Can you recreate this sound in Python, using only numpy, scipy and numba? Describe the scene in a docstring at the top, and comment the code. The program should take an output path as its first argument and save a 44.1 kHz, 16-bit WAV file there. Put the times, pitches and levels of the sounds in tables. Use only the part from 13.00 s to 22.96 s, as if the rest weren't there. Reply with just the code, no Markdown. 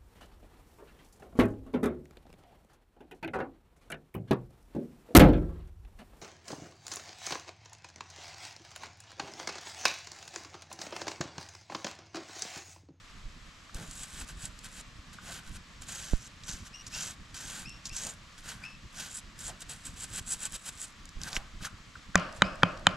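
"""Scrubbing sand off a finned casting

A stiff brush scrubs a metal casting beside a large shed; its wooden back knocks the casting four times near the end.
Random bristle flicks make the strokes, decaying sine modes the knocks, sines with overtones the bird's peeps.
Noise makes the sand ticks and scuffs, the air on the microphone ports and a far hiss; a limiter holds the knocks."""
import sys
import numpy as np
from scipy import signal
from scipy.fft import rfft, irfft, next_fast_len
from scipy.io import wavfile
from scipy.ndimage import uniform_filter1d, minimum_filter1d
from numba import njit

SR = 44100
rng = np.random.default_rng(int(sys.argv[2]) if len(sys.argv) > 2 else 0)


def waveform_to_disk(signal):
    """Save audio, clipped to [-1, 1], as 16-bit WAV at the path in sys.argv[1]."""
    frames = np.transpose(np.atleast_2d(signal))
    scaled = np.clip(frames, -1, 1) * 32767
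    samples = np.round(scaled).astype(np.int16)
    wavfile.write(sys.argv[1], SR, samples)


def ratio_of_db(decibels):
    """Turn decibels (scalar or array-like) into linear amplitude factors; 0 dB maps to 1."""
    return 10 ** (np.asarray(decibels, float) / 20)


N = 439236
SIZE = next_fast_len(N + SR)
HZ = np.maximum(np.arange(SIZE // 2 + 1) * SR / SIZE, 1)


def rms_one(x):
    """Scales to rms 1."""
    return x / np.sqrt(np.mean(x ** 2) + 1e-20)


def at_hz(points):
    """Reads a table at every spectral line, along log frequency."""
    hz, value = np.transpose(points)
    return np.interp(np.log(HZ), np.log(hz), value)


def shaped(x, response):
    """Filters by a frequency response."""
    return irfft(rfft(x, SIZE) * response, SIZE)[..., :N]


def band_pass(x, low_hz, high_hz, order):
    """Butterworth band."""
    return signal.sosfilt(signal.butter(order, [low_hz, high_hz], "band", fs=SR, output="sos"), x)


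def drift(rate_hz):
    """Random wander of spread 1: noise through two equal one-pole low-passes."""
    r = np.exp(-2 * np.pi * rate_hz / SR)
    wander = signal.lfilter([1], [1, -2 * r, r * r], rng.standard_normal(N + SR))
    return rms_one(wander[SR:])


def ring(clicks, hz, t60_s):
    """Damped mode: a unit click starts a sine of height 1."""
    r, w = ratio_of_db(-60 / (t60_s * SR)), 2 * np.pi * hz / SR
    return signal.lfilter([0, np.sin(w)], [1, -2 * r * np.cos(w), r * r], clicks + 1e-18)


@njit
def moving_peak(x, centre_hz, r, sr):
    """Two-pole resonance whose centre moves."""
    y = np.zeros(len(x))
    for i in range(2, len(x)):
        drive = (1 - r * r) / 2 * (x[i] - x[i - 2])
        y[i] = drive + 2 * r * np.cos(2 * np.pi * centre_hz[i] / sr) * y[i - 1] - r * r * y[i - 2]
    return y


# Far sounds at the two ports. Each row: frequency in Hz, left-right likeness from 0 to 1.
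LIKENESS = [(60, 0.9), (150, 1), (380, 0.69), (950, 0.79), (2380, 0.44), (5980, 0.82), (15000, 0.86)]


def diffuse(spectrum):
    """Stereo noise from all round, partly alike in both channels; rms 1."""
    mid, side = rfft(rng.standard_normal((2, SIZE)))
    alike = np.clip(at_hz(LIKENESS), 0, 1)
    pair = np.sqrt(1 + alike) * mid + np.sqrt(1 - alike) * side * [[1], [-1]]
    return rms_one(irfft(pair * ratio_of_db(at_hz(spectrum)), SIZE)[:, :N])


# Colour of the far hiss. Each row: frequency in Hz, relative level per Hz in dB.
HISS_COLOUR = [(150, -6), (250, -2.5), (348, -11), (373, -21), (452, -9.5), (845, -12), (1140, -2.5),
               (1530, -7.5), (1670, -5), (3840, -9), (6250, -14), (7800, -15), (8260, -21.5),
               (13900, -33.5), (16000, -52)]
HISS_DB = -56


def hiss():
    """Far hiss: coloured diffuse noise, wavering slightly in level."""
    return ratio_of_db(HISS_DB + .5 * drift(12)) * diffuse(HISS_COLOUR)


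# Colour of the air noise. Each row: frequency in Hz, relative level per Hz in dB.
AIR_COLOUR = [(12, -59), (20, 6), (76, -3.5), (149, -7), (179, -7), (211, -10), (304, -18.5), (400, -22.5),
              (520, -59), (880, -120)]
# Air strength over time. Each row: time in seconds, level in dB.
AIR_LEVEL = [(0.0, -54.5), (0.72, -58), (0.8, -52.5), (2.88, -54), (3.05, -55.5), (3.49, -55), (4.94, -54),
             (5.13, -55.5), (6.99, -55.5), (7.18, -55), (7.74, -59), (8.04, -55), (8.32, -50.5),
             (8.63, -57), (9.26, -54.5), (9.96, -51)]


def air():
    """Air stirring on the ports: low rumbling noise with a fluttering level."""
    s, db = np.transpose(AIR_LEVEL)
    level_db = np.interp(np.arange(N) / SR, s, db) + 4.43 * drift(19)
    return ratio_of_db(level_db) * diffuse(AIR_COLOUR)


# Puffs on the ports. Each row: time in seconds, level in dB, left over right in dB, rise in seconds, flutter in dB.
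BUMPS = [(0.261, -30, -5, 0.014, -25), (.753, -25.5, 0, 0.005, -8), (2.5, -29, -6, 0.015, -30),
         (3.134, -11.5, -9.5, 0.0053, -2.5), (8.168, -25.5, -5, 0.0065, -34),
         (8.371, -23.5, -2, 0.011, -1.5)]


def bumps(hold_s=0.0031, release_s=0.0043):
    """A puff pulls the membrane in more and more, it flutters and lets go, and the port leak overshoots."""
    pull, kicks = np.zeros((2, N)), np.zeros((2, N))
    t = np.arange(-2000, 2000) / SR - hold_s
    for s, db, pan_db, rise_s, flutter_db in BUMPS:
        size, i = ratio_of_db(db + np.array([[pan_db / 2], [-pan_db / 2]])), round(s * SR)
        pull[:, i - 2000:i + 2000] -= size * np.exp(np.where(t < 0, t / rise_s, -t / release_s))
        kicks[:, i] = size[:, 0] * ratio_of_db(flutter_db)
    flutter = ring(kicks, 273, 0.0068)
    return signal.lfilter(*signal.butter(1, 18, "high", fs=SR), pull + flutter)


# Colour of the echoes. 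Each row: frequency in Hz, level per Hz in dB.
SHED_COLOUR = [(76, -40), (130, 2.5), (192, 7.5), (284, -12), (597, -3.5), (807, -15), (1070, 1.5),
               (1450, -8), (1960, -9), (2510, -12), (4430, -24.5), (5190, -30), (9000, -45), (11700, -64),
               (19800, -120)]
# Decay of the echoes. Each row: frequency in Hz, t60 in seconds.
SHED_T60 = [(150, 0.29), (600, 0.73), (1500, 0.57), (4000, 0.48), (9000, 0.65)]


def shed(x, gap_s=0.0029, build_s=0.011):
    """Echoes off walls: noise that builds after a gap and dies octave by octave."""
    t, noise, tail = np.arange(SR) / SR, diffuse([(20, 0), (20000, 0)])[:, :SR], 0
    hz, t60_s = np.transpose(SHED_T60)
    for low_hz in 60 * 2. ** np.arange(8):
        band_t60_s = np.interp(np.log(low_hz * np.sqrt(2)), np.log(hz), t60_s)
        tail = tail + band_pass(noise, low_hz, 2 * low_hz, 2) * ratio_of_db(-60 * t / band_t60_s)
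    tail = tail * (1 - np.exp(-np.maximum(t - gap_s, 0) / build_s))
    return shaped(x, rfft(tail, SIZE) * ratio_of_db(at_hz(SHED_COLOUR)))


# Peeps. Each row: loudest moment in seconds, length after it in seconds, pitch in Hz,
# first partial in dB, second partial in dB.
PEEPS = [(3.757, 0.064, 2836, -55, -54), (3.952, 0.11, 2770, -50, -58), (4.676, .125, 2710, -50.5, -53.5),
         (4.92, .03, 2730, -55, -59), (5.655, .11, 2614, -49, -59), (9.459, 0.11, 2550, -53, -59.5),
         (9.651, 0.073, 2540, -48.5, -71)]
# Partials 2 to 4. Each entry: level against the second partial's setting in dB.
PEEP_OVERTONES_DB = [0.5, -15, -24]
SCOOP_S, SCOOP_SHARE, SCOOP_DB = 0.0195, .1, -1   # slide up into the pitch, fast at first
PEEP_CREEP_PER_S = 0.067   # share by which the pitch then creeps up
FIRST_DB_PER_S, SECOND_DB_PER_S, PEEP_OFF_DB_PER_S = -130, -110, -1600


def bird():
    """Husky peeps: a wavering, rattling tone with overtones."""
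    t, out = np.arange(N) / SR, np.zeros(N)
    waver, rattle = 1 + 0.0163 * drift(433), ratio_of_db(4.6 * drift(200))
    for s, length_s, hz, first_db, second_db in PEEPS:
        span = slice(round((s - .1) * SR), round((s + .25) * SR))
        before, after = np.maximum(s - t[span], 0), np.maximum(t[span] - s, 0)
        early = np.minimum(before / SCOOP_S, 1)
        outside_s = np.maximum(before - SCOOP_S, 0) + np.maximum(after - length_s, 0)
        gate_db = SCOOP_DB * early + PEEP_OFF_DB_PER_S * outside_s
        pitch_hz = hz * (1 - SCOOP_SHARE * early ** 2 + PEEP_CREEP_PER_S * after) * waver[span]
        phase = 2 * np.pi * np.cumsum(pitch_hz) / SR
        first = ratio_of_db(first_db + FIRST_DB_PER_S * after) * np.sin(phase)
        upper = sum(ratio_of_db(db) * np.sin((k + 2) * phase) for k, db in enumerate(PEEP_OVERTONES_DB))
        out[span] += ratio_of_db(gate_db) * (first + ratio_of_db(second_db + SECOND_DB_PER_S * after) * upper)
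    return np.sqrt(2) * rattle * out


def rattles(table, t60_s, width):
    """Short dying noise bursts, each in a band round its centre."""
    out, t = np.zeros(N), np.arange(2000) / SR
    for s, db, hz in table:
        burst = band_pass(rng.standard_normal(2000), hz / (1 + width), hz * (1 + width), 2)
        i = round(s * SR)
        out[i:i + 2000] += rms_one(burst) * ratio_of_db(db - 6 - 60 * t / t60_s)
    return out


# Tufts landing. Each row: time in seconds, level in dB, centre in Hz.
TICKS = [(0.7454, -27.5, 6200), (0.9113, -31, 7000), (0.9543, -36, 7610), (1.59, -35, 6200),
         (1.6443, -33, 7360), (2.8205, -36, 7510), (3.4361, -34, 3580), (4.344, -36, 3900),
         (4.6944, -34, 5560), (4.855, -27, 4700), (4.8943, -33, 5440), (5.0669, -25, 6730),
         (6.3909, -29.5, 6960), (6.6064, -34, 7330), (6.8528, -35, 7700), (7.2858, -35, 7500),
         (7.5226, -31, 7480), (7.6611, -31, 7500), (7.806, -41, 7770), (8.055, -37.5, 6380),
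         (8.091, -36.5, 6200), (8.2157, -29, 4950), (8.2345, -23.5, 5550), (8.33, -23, 4200),
         (8.354, -25, 4500), (8.3652, -13.5, 2280), (9.3257, -37, 5600), (9.556, -44, 6500),
         (9.774, -39, 4500), (9.795, -48, 6500)]
TICK_T60_S = .014


def ticks():
    """Landing tufts rattle in a wide band."""
    return rattles(TICKS, TICK_T60_S, width=0.43)


# Lumps of sand dropping. Each row: time in seconds, level in dB, centre in Hz.
CLODS = [(0.6936, -40, 1210), (2.185, -35.5, 1280), (8.6078, -38, 1280), (8.646, -25, 1450),
         (8.668, -31, 1410), (8.7829, -44, 1000), (8.9545, -34.5, 1450)]
CLOD_T60_S = 0.036
FORERUN_S, FORERUN_DB, FORERUN_HZ = 0.0096, -26, 1460   # faint burst ahead of each knock: lead before the knock, level against its blow, centre


def clods():
    """Dropped lumps plink in a narrow band; a faint narrow burst also sounds just before each knock."""
    foreruns = [(s - FORERUN_S, blow_db + FORERUN_DB, FORERUN_HZ) for s, blow_db, _, _ in KNOCKS]
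    return rattles(CLODS + foreruns, CLOD_T60_S, width=0.18)


# The hand leans on the work and it grates on the sand.
# Each row: centre time in seconds, level in dB, centre in Hz, half length in seconds.
SCUFFS = [(0.825, -63, 393, 0.036), (2.3, -53, 645, 0.021), (5.086, -55, 500, 0.036),
          (6.496, -49, 570, 0.017), (8.35, -51.5, 750, 0.08), (0.805, -48.5, 137, 0.059),
          (5.06, -52, 159, 0.043), (6.528, -54.5, 137, 0.052)]


def scuffs():
    """Grating: low bands of noise that swell and fade."""
    out, t, grain = np.zeros(N), np.arange(N) / SR, rng.standard_normal(N)
    for s, db, hz, half_s in SCUFFS:
        band = band_pass(grain, hz / 1.16, hz * 1.55, 1)
        out += ratio_of_db(db) * rms_one(band) * np.exp(-((t - s) / half_s) ** 2)
    return out


# Short strokes that swell and stop. Each row: fastest moment in seconds, swell in seconds, stop in seconds,
# bristle level in dB, dull scrape over the bristles in dB.
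STROKES = [(1.038, 0.23, 0.032, -45, -12.5), (1.216, 0.18, .04, -44.5, -9), (1.296, 0.027, .045, -47, -7.5),
           (1.456, 0.086, 0.041, -44, -10.5), (1.654, 0.023, 0.04, -45.5, -8.5),
           (1.81, 0.13, 0.011, -48, -8.5), (2.131, 0.0034, 0.047, -52.5, -5.5),
           (2.475, 0.045, .07, -56.5, -2), (2.565, 0.053, 0.018, -48, -8),
           (2.82, 0.0023, 0.043, -47.5, -9.5), (3.277, 0.16, 0.0085, -51.5, -11),
           (3.489, 0.024, 0.12, -41.5, -11), (3.674, 0.04, .017, -50, -7.5),
           (3.867, .003, 0.028, -43, -14.5), (4.854, 0.0014, 0.051, -41.5, -17),
           (5.38, 0.0027, 0.05, -52.5, -6), (5.496, 0.061, 0.098, -44.5, -5.5),
           (5.638, 0.042, .09, -60, 8.5), (5.996, 0.058, 0.17, -43, -8.5), (6.18, 0.082, 0.027, -39, -17),
           (6.409, .024, .05, -44, -11.5), (6.478, 0.065, 0.052, -41, -12), (6.623, 0.021, .016, -44, -10),
           (6.697, 0.0093, 0.087, -41.5, -12), (6.861, .018, 0.051, -40.5, -15.5),
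           (7.039, 0.071, 0.025, -37.5, -14.5), (7.184, 0.085, 0.025, -37, -11.5),
           (7.325, 0.058, 0.043, -32.5, -17), (7.46, 0.066, 0.026, -36.5, -12),
           (7.558, 0.042, 0.017, -38.5, -12), (7.69, 0.043, 0.016, -38, -13.5),
           (7.84, .065, 0.029, -39, -16), (8.28, 0.071, .04, -43.5, -2.5), (8.368, .065, 0.021, -39, -8),
           (8.657, 0.039, 0.03, -39.5, -4.5), (9.37, 0.045, 0.046, -56, -10)]
# Long sweeps that hold; in the last three rows the brush rests on the fins between strokes.
# Each row: full speed from, in seconds, swell in seconds, hold in seconds, bristle level in dB,
# change over the hold in dB, dull scrape over the bristles in dB.
SWEEPS = [(0.745, .003, 0.11, -52.5, -2.5, -2.5), (2.284, 0.068, 0.079, -48, 1.5, -5),
          (2.893, 0.026, 0.24, -44.5, -5, -8), (3.964, 0.051, 0.13, -40, -4, -9.5),
          (4.344, 0.0037, 0.26, -47.5, 3, -8), (4.968, 0.041, 0.12, -40, -2.5, -12.5),
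          (.95, .05, 0.76, -68, 0, -8), (3.44, 0.0091, 0.16, -58, -.6, -12),
          (6.72, .05, 1.15, -61, 2.5, -12.5)]
# Resonance of the fin gaps at the spot being brushed. Each row: time in seconds, frequency in Hz.
SPOT = [(.74, 6600), (1.04, 8100), (1.46, 7830), (1.65, 7700), (2.25, 6800), (2.56, 8100), (2.85, 7200),
        (3.13, 6050), (3.4, 6400), (3.95, 5460), (4.1, 6600), (4.35, 5740), (4.6, 7600), (4.85, 5660),
        (5.1, 7200), (5.5, 6800), (5.65, 5500), (6.0, 6250), (6.17, 8060), (6.47, 7440), (6.7, 7950),
        (7.85, 7830), (8.2, 5450), (8.65, 6200), (9.37, 7550)]
SWEEP_STOP_S = 0.066
TOUCH_DB, LIFT_DB = -15, -25.5   # first touch and lift-off, against full speed
OFF_DB_PER_S = -900   # off the metal
SWELL_BEND, STOP_BEND = 1.15, 1.57   # above 1: lingers near full speed
SWELL_DULLS, STOP_DULLS = 0.15, 0.44   # dB of dull scrape gained per dB below full speed
SLOW_FLATTENS = 0.0012   # share by which the gap resonance sinks per dB below full speed


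def motion():
    """Level, gap resonance and dullness of the brush; overlapping strokes blend by their power."""
    t = np.arange(0, N + 64, 32) / SR
    rows = [(s, up, 0, down, db, 0, dull) for s, up, down, db, dull in STROKES]
    rows += [(s, up, hold, SWEEP_STOP_S, db, change, dull) for s, up, hold, db, change, dull in SWEEPS]
    s, up, hold, down, db, change, dull = np.transpose(rows)[:, :, None]
    before, after = np.maximum(s - t, 0), np.maximum(t - s - hold, 0)
    swell_db = TOUCH_DB * np.minimum(before / up, 1) ** SWELL_BEND
    stop_db = LIFT_DB * np.minimum(after / down, 1) ** STOP_BEND
    off_db = OFF_DB_PER_S * (np.maximum(before - up, 0) + np.maximum(after - down, 0))
    held_db = db + change * np.clip((t - s) / (hold + 1e-9), 0, 1)
    power = ratio_of_db(np.maximum(held_db + swell_db + stop_db + off_db, -200)) ** 2
    share = power / power.sum(axis=0)
    level_db = 10 * np.log10(power.sum(axis=0))
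    gap_hz = np.interp(t, *np.transpose(SPOT)) * (1 + SLOW_FLATTENS * (share * (swell_db + stop_db)).sum(axis=0))
    dull_db = (share * (dull - SWELL_DULLS * swell_db - STOP_DULLS * stop_db)).sum(axis=0)
    return [np.interp(np.arange(N) / SR, t, curve) for curve in (level_db, gap_hz, dull_db)]


def grit(per_s, spread_db, clump_db, clump_hz):
    """Bristle tips flick free at random, in clumps as tufts cross the fins; rms 1."""
    sizes = ratio_of_db(spread_db * np.minimum(rng.exponential(1, N), 5)) * rng.choice([-1, 1], N)
    flicked = rng.random(N) < per_s / SR
    return rms_one(sizes * flicked * ratio_of_db(clump_db * drift(clump_hz)))


# Colour of the bristle flicks. Each row: frequency in Hz, relative level per Hz in dB.
BRISTLES = [(1290, -9), (2200, -7), (2730, -2.5), (3220, -2), (4720, -4), (5300, -5.5), (7330, -4),
            (12300, -13.5), (15000, -21), (16000, -59)]
# Colour of the dragged sand. 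Each row: frequency in Hz, relative level per Hz in dB.
SCRAPE = [(71, -49), (120, 4), (217, 2), (415, -28), (600, -17.5), (818, -8), (1210, -4.5), (1330, -6),
          (1530, 6), (1760, -2), (2100, -8), (3500, -31), (4550, -44), (7700, -120)]


def brush():
    """Flicks sound bright and ring in the gaps between fins; the dragged sand scrapes duller."""
    level_db, gap_hz, dull_db = motion()
    bristles = ratio_of_db(at_hz(BRISTLES))
    flicks = rms_one(shaped(grit(9000., spread_db=0.5, clump_db=2.0, clump_hz=67.5), bristles))
    tips = signal.sosfilt(signal.butter(4, 9000, "high", fs=SR, output="sos"), flicks)
    flicks = flicks - tips * np.clip((dull_db - 18) / 16, 0, 1)   # the dullest moments lose the tips

    tufts = shaped(grit(4000., spread_db=2.0, clump_db=3.0, clump_hz=110), bristles)   # crossing the fin edges
    r = np.exp(-np.pi * 700 / SR)   # 700 Hz bandwidth
    gaps = rms_one(moving_peak(tufts, gap_hz, r, SR))
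    narrower = rms_one(moving_peak(tufts, 1.168 * gap_hz, r, SR))   # a narrower gap beside it
    ringing = np.clip((-3 - dull_db) / 14, 0, .95)   # the least dull strokes whistle most
    whistle = gaps + ratio_of_db(-4 + 1.3 * drift(1.7)) * narrower
    bright = np.sqrt(1 - ringing) * flicks + np.sqrt(ringing) * whistle

    dull = rms_one(shaped(grit(5000., spread_db=2.0, clump_db=1.5, clump_hz=38.6), ratio_of_db(at_hz(SCRAPE))))
    snaps = band_pass(grit(42.0, spread_db=1.0, clump_db=-2.0, clump_hz=16.0), 5500, 10500, 4)
    # single wires spring back, also between strokes
    springing = ratio_of_db(-29 + 0.53 * np.maximum(level_db, -105)) * snaps
    return ratio_of_db(level_db) * (bright + ratio_of_db(dull_db) * dull) + springing


# Modes of brush back and casting. Each row: frequency in Hz, level in dB, t60 in seconds.
BODY = [(100, -28.5, 0.1), (182.4, -20, 0.14), (262, -22, 0.044), (567, -16, 0.024), (800, -11.5, 0.018),
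        (1006, -6.5, 0.018), (1223, -6, 0.018), (1450, 2, 0.0069), (1990, -1.5, 0.0066),
        (2400, -10.5, 0.023), (2620, -10, 0.013), (2985, -13, 0.021), (3560, -7, 0.0091),
        (4090, -14.5, 0.013), (4700, -13, 0.0038), (6800, -14, 0.0043), (8530, -17, 0.0012)]
# Blows. Each row: time in seconds, blow level in dB, hardness in dB per octave of treble, left over right in dB.
KNOCKS = [(9.1556, -2, 5, 1), (9.4202, -2.5, 0, -1), (9.6323, -2, -3.5, 0), (9.8683, -4, 2, -1)]


def knocks(contact_t60_s=0.0035, crack_db=-6, crack_hz=6000):
    """A chattering contact cracks and excites the modes, each with its own random strength and shift per blow."""
    out = np.zeros((len(KNOCKS), N))
    for j, (s, blow_db, hard_db, _) in enumerate(KNOCKS):
        chatter = np.abs(rng.standard_normal(20000)) * ratio_of_db(-60 * np.arange(20000) / SR / contact_t60_s)
        force = chatter / np.linalg.norm(chatter)
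        blow = ratio_of_db(crack_db + hard_db) * band_pass(force, 900, crack_hz, 3)
        for k, (hz, db, t60_s) in enumerate(BODY):
            strength, shift = rng.normal(0, 1, 2)
            size = ratio_of_db(db + hard_db * np.log2(max(hz / 1500, 1)) + 2.0 * strength)
            tap = ring(force, hz * (1 + 0.025 * shift), t60_s)
            blow += size * tap / np.abs(tap).max() * (-1) ** k
        i = round(s * SR)
        out[j, i:i + 20000] = ratio_of_db(blow_db) * blow[:N - i]
    pan_db = np.array(KNOCKS)[:, 3]
    return ratio_of_db(np.array([pan_db / 2, -pan_db / 2])) @ out


def far_bangs():
    """Far walls blur the modes: each blow reaches them as one bang, its treble set by the hardness."""
    low, high = np.zeros(N), np.zeros(N)
    for s, blow_db, hard_db, _ in KNOCKS:
        low[round(s * SR)] = ratio_of_db(blow_db)
        high[round(s * SR)] = ratio_of_db(blow_db + hard_db)
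    low = signal.lfilter(*signal.butter(1, 2200, "low", fs=SR), low + 1e-18)
    return low + signal.lfilter(*signal.butter(1, 2200, "high", fs=SR), high + 1e-18)


# The nearest walls answer alone. Each row: delay in seconds, level in dB.
WALL_SLAPS = [(0.022, -29), (.042, -34.5)]


def wall_slaps(blows):
    """Single delayed copies of the blows."""
    unwrapped = np.arange(N) > SR
    return sum(ratio_of_db(db) * np.roll(blows, round(lag_s * SR), axis=1) * unwrapped for lag_s, db in WALL_SLAPS)


# Phase between the ports for near sounds. Each row: frequency in Hz, left lead in radians.
LEAD = [(0, 0), (2500, -0.22), (3010, -0.55), (5770, -0.61), (6720, -0.72), (11100, 0.29), (15700, 1),
        (16200, -0.6)]


def ports(x, ground_db=-13, left_s=0.00154, right_s=0.0013):
    """A near sound reaches the two ports with a phase lead that depends on pitch, and again off the ground."""
    turn = np.exp(.5j * at_hz(LEAD))
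    ground = 1 + ratio_of_db(ground_db) * np.exp(-2j * np.pi * HZ * np.array([[left_s], [right_s]]))
    return shaped(x, ground * [turn, turn.conj()])


# The ports resonate, then fall away. Each row: frequency in Hz, gain in dB.
CAPSULE = [(5500, 1), (7800, 0.5), (8700, -0.5), (12000, -2), (14500, -4.5), (16000, -16)]
# Balance of the port pair. Each row: frequency in Hz, left over right in dB.
LEAN = [(60, -1.5), (180, -1.5), (550, -1), (1650, 2), (4970, -1), (15000, 0.5)]


def capsule(x):
    """Frequency response and left-right balance of the ports."""
    lean_db = at_hz(LEAN) / 2 * np.array([[1], [-1]])
    return shaped(x, ratio_of_db(at_hz(CAPSULE) + lean_db))


def scene():
    """All sources, near and far."""
    work, blows, peeps = brush() + ticks() + clods() + scuffs(), knocks(), bird()
    echoes = shed(ratio_of_db(-32) * work + ratio_of_db(-8) * far_bangs() + ratio_of_db(-27) * peeps)
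    near = ports(work + blows + wall_slaps(blows)) + peeps * ratio_of_db(np.array([[1.5], [-1.5]]))
    return capsule(near + echoes + air() + hiss()) + bumps()


def roll_off(x):
    """The treble ends steeply here."""
    return signal.sosfilt(signal.butter(12, 16660, fs=SR, output="sos"), x)


def record(dry, top_db=-1.5, release_db_per_s=300, attack_s=0.00013):
    """A look-ahead limiter ducks peaks above its ceiling and recovers at a steady rate in dB."""
    over_db = np.maximum(20 * np.log10(np.abs(dry).max(axis=0) + 1e-9) - top_db, 0)
    slope_db = release_db_per_s * np.arange(N) / SR
    held_db = np.maximum.accumulate(over_db + slope_db) - slope_db
    window = 2 * max(round(attack_s * SR), 1) + 1
    duck_db = uniform_filter1d(-minimum_filter1d(-held_db, window), window)
    return roll_off(dry * ratio_of_db(-duck_db))


dry = scene()
out = record(dry)
waveform_to_disk(out)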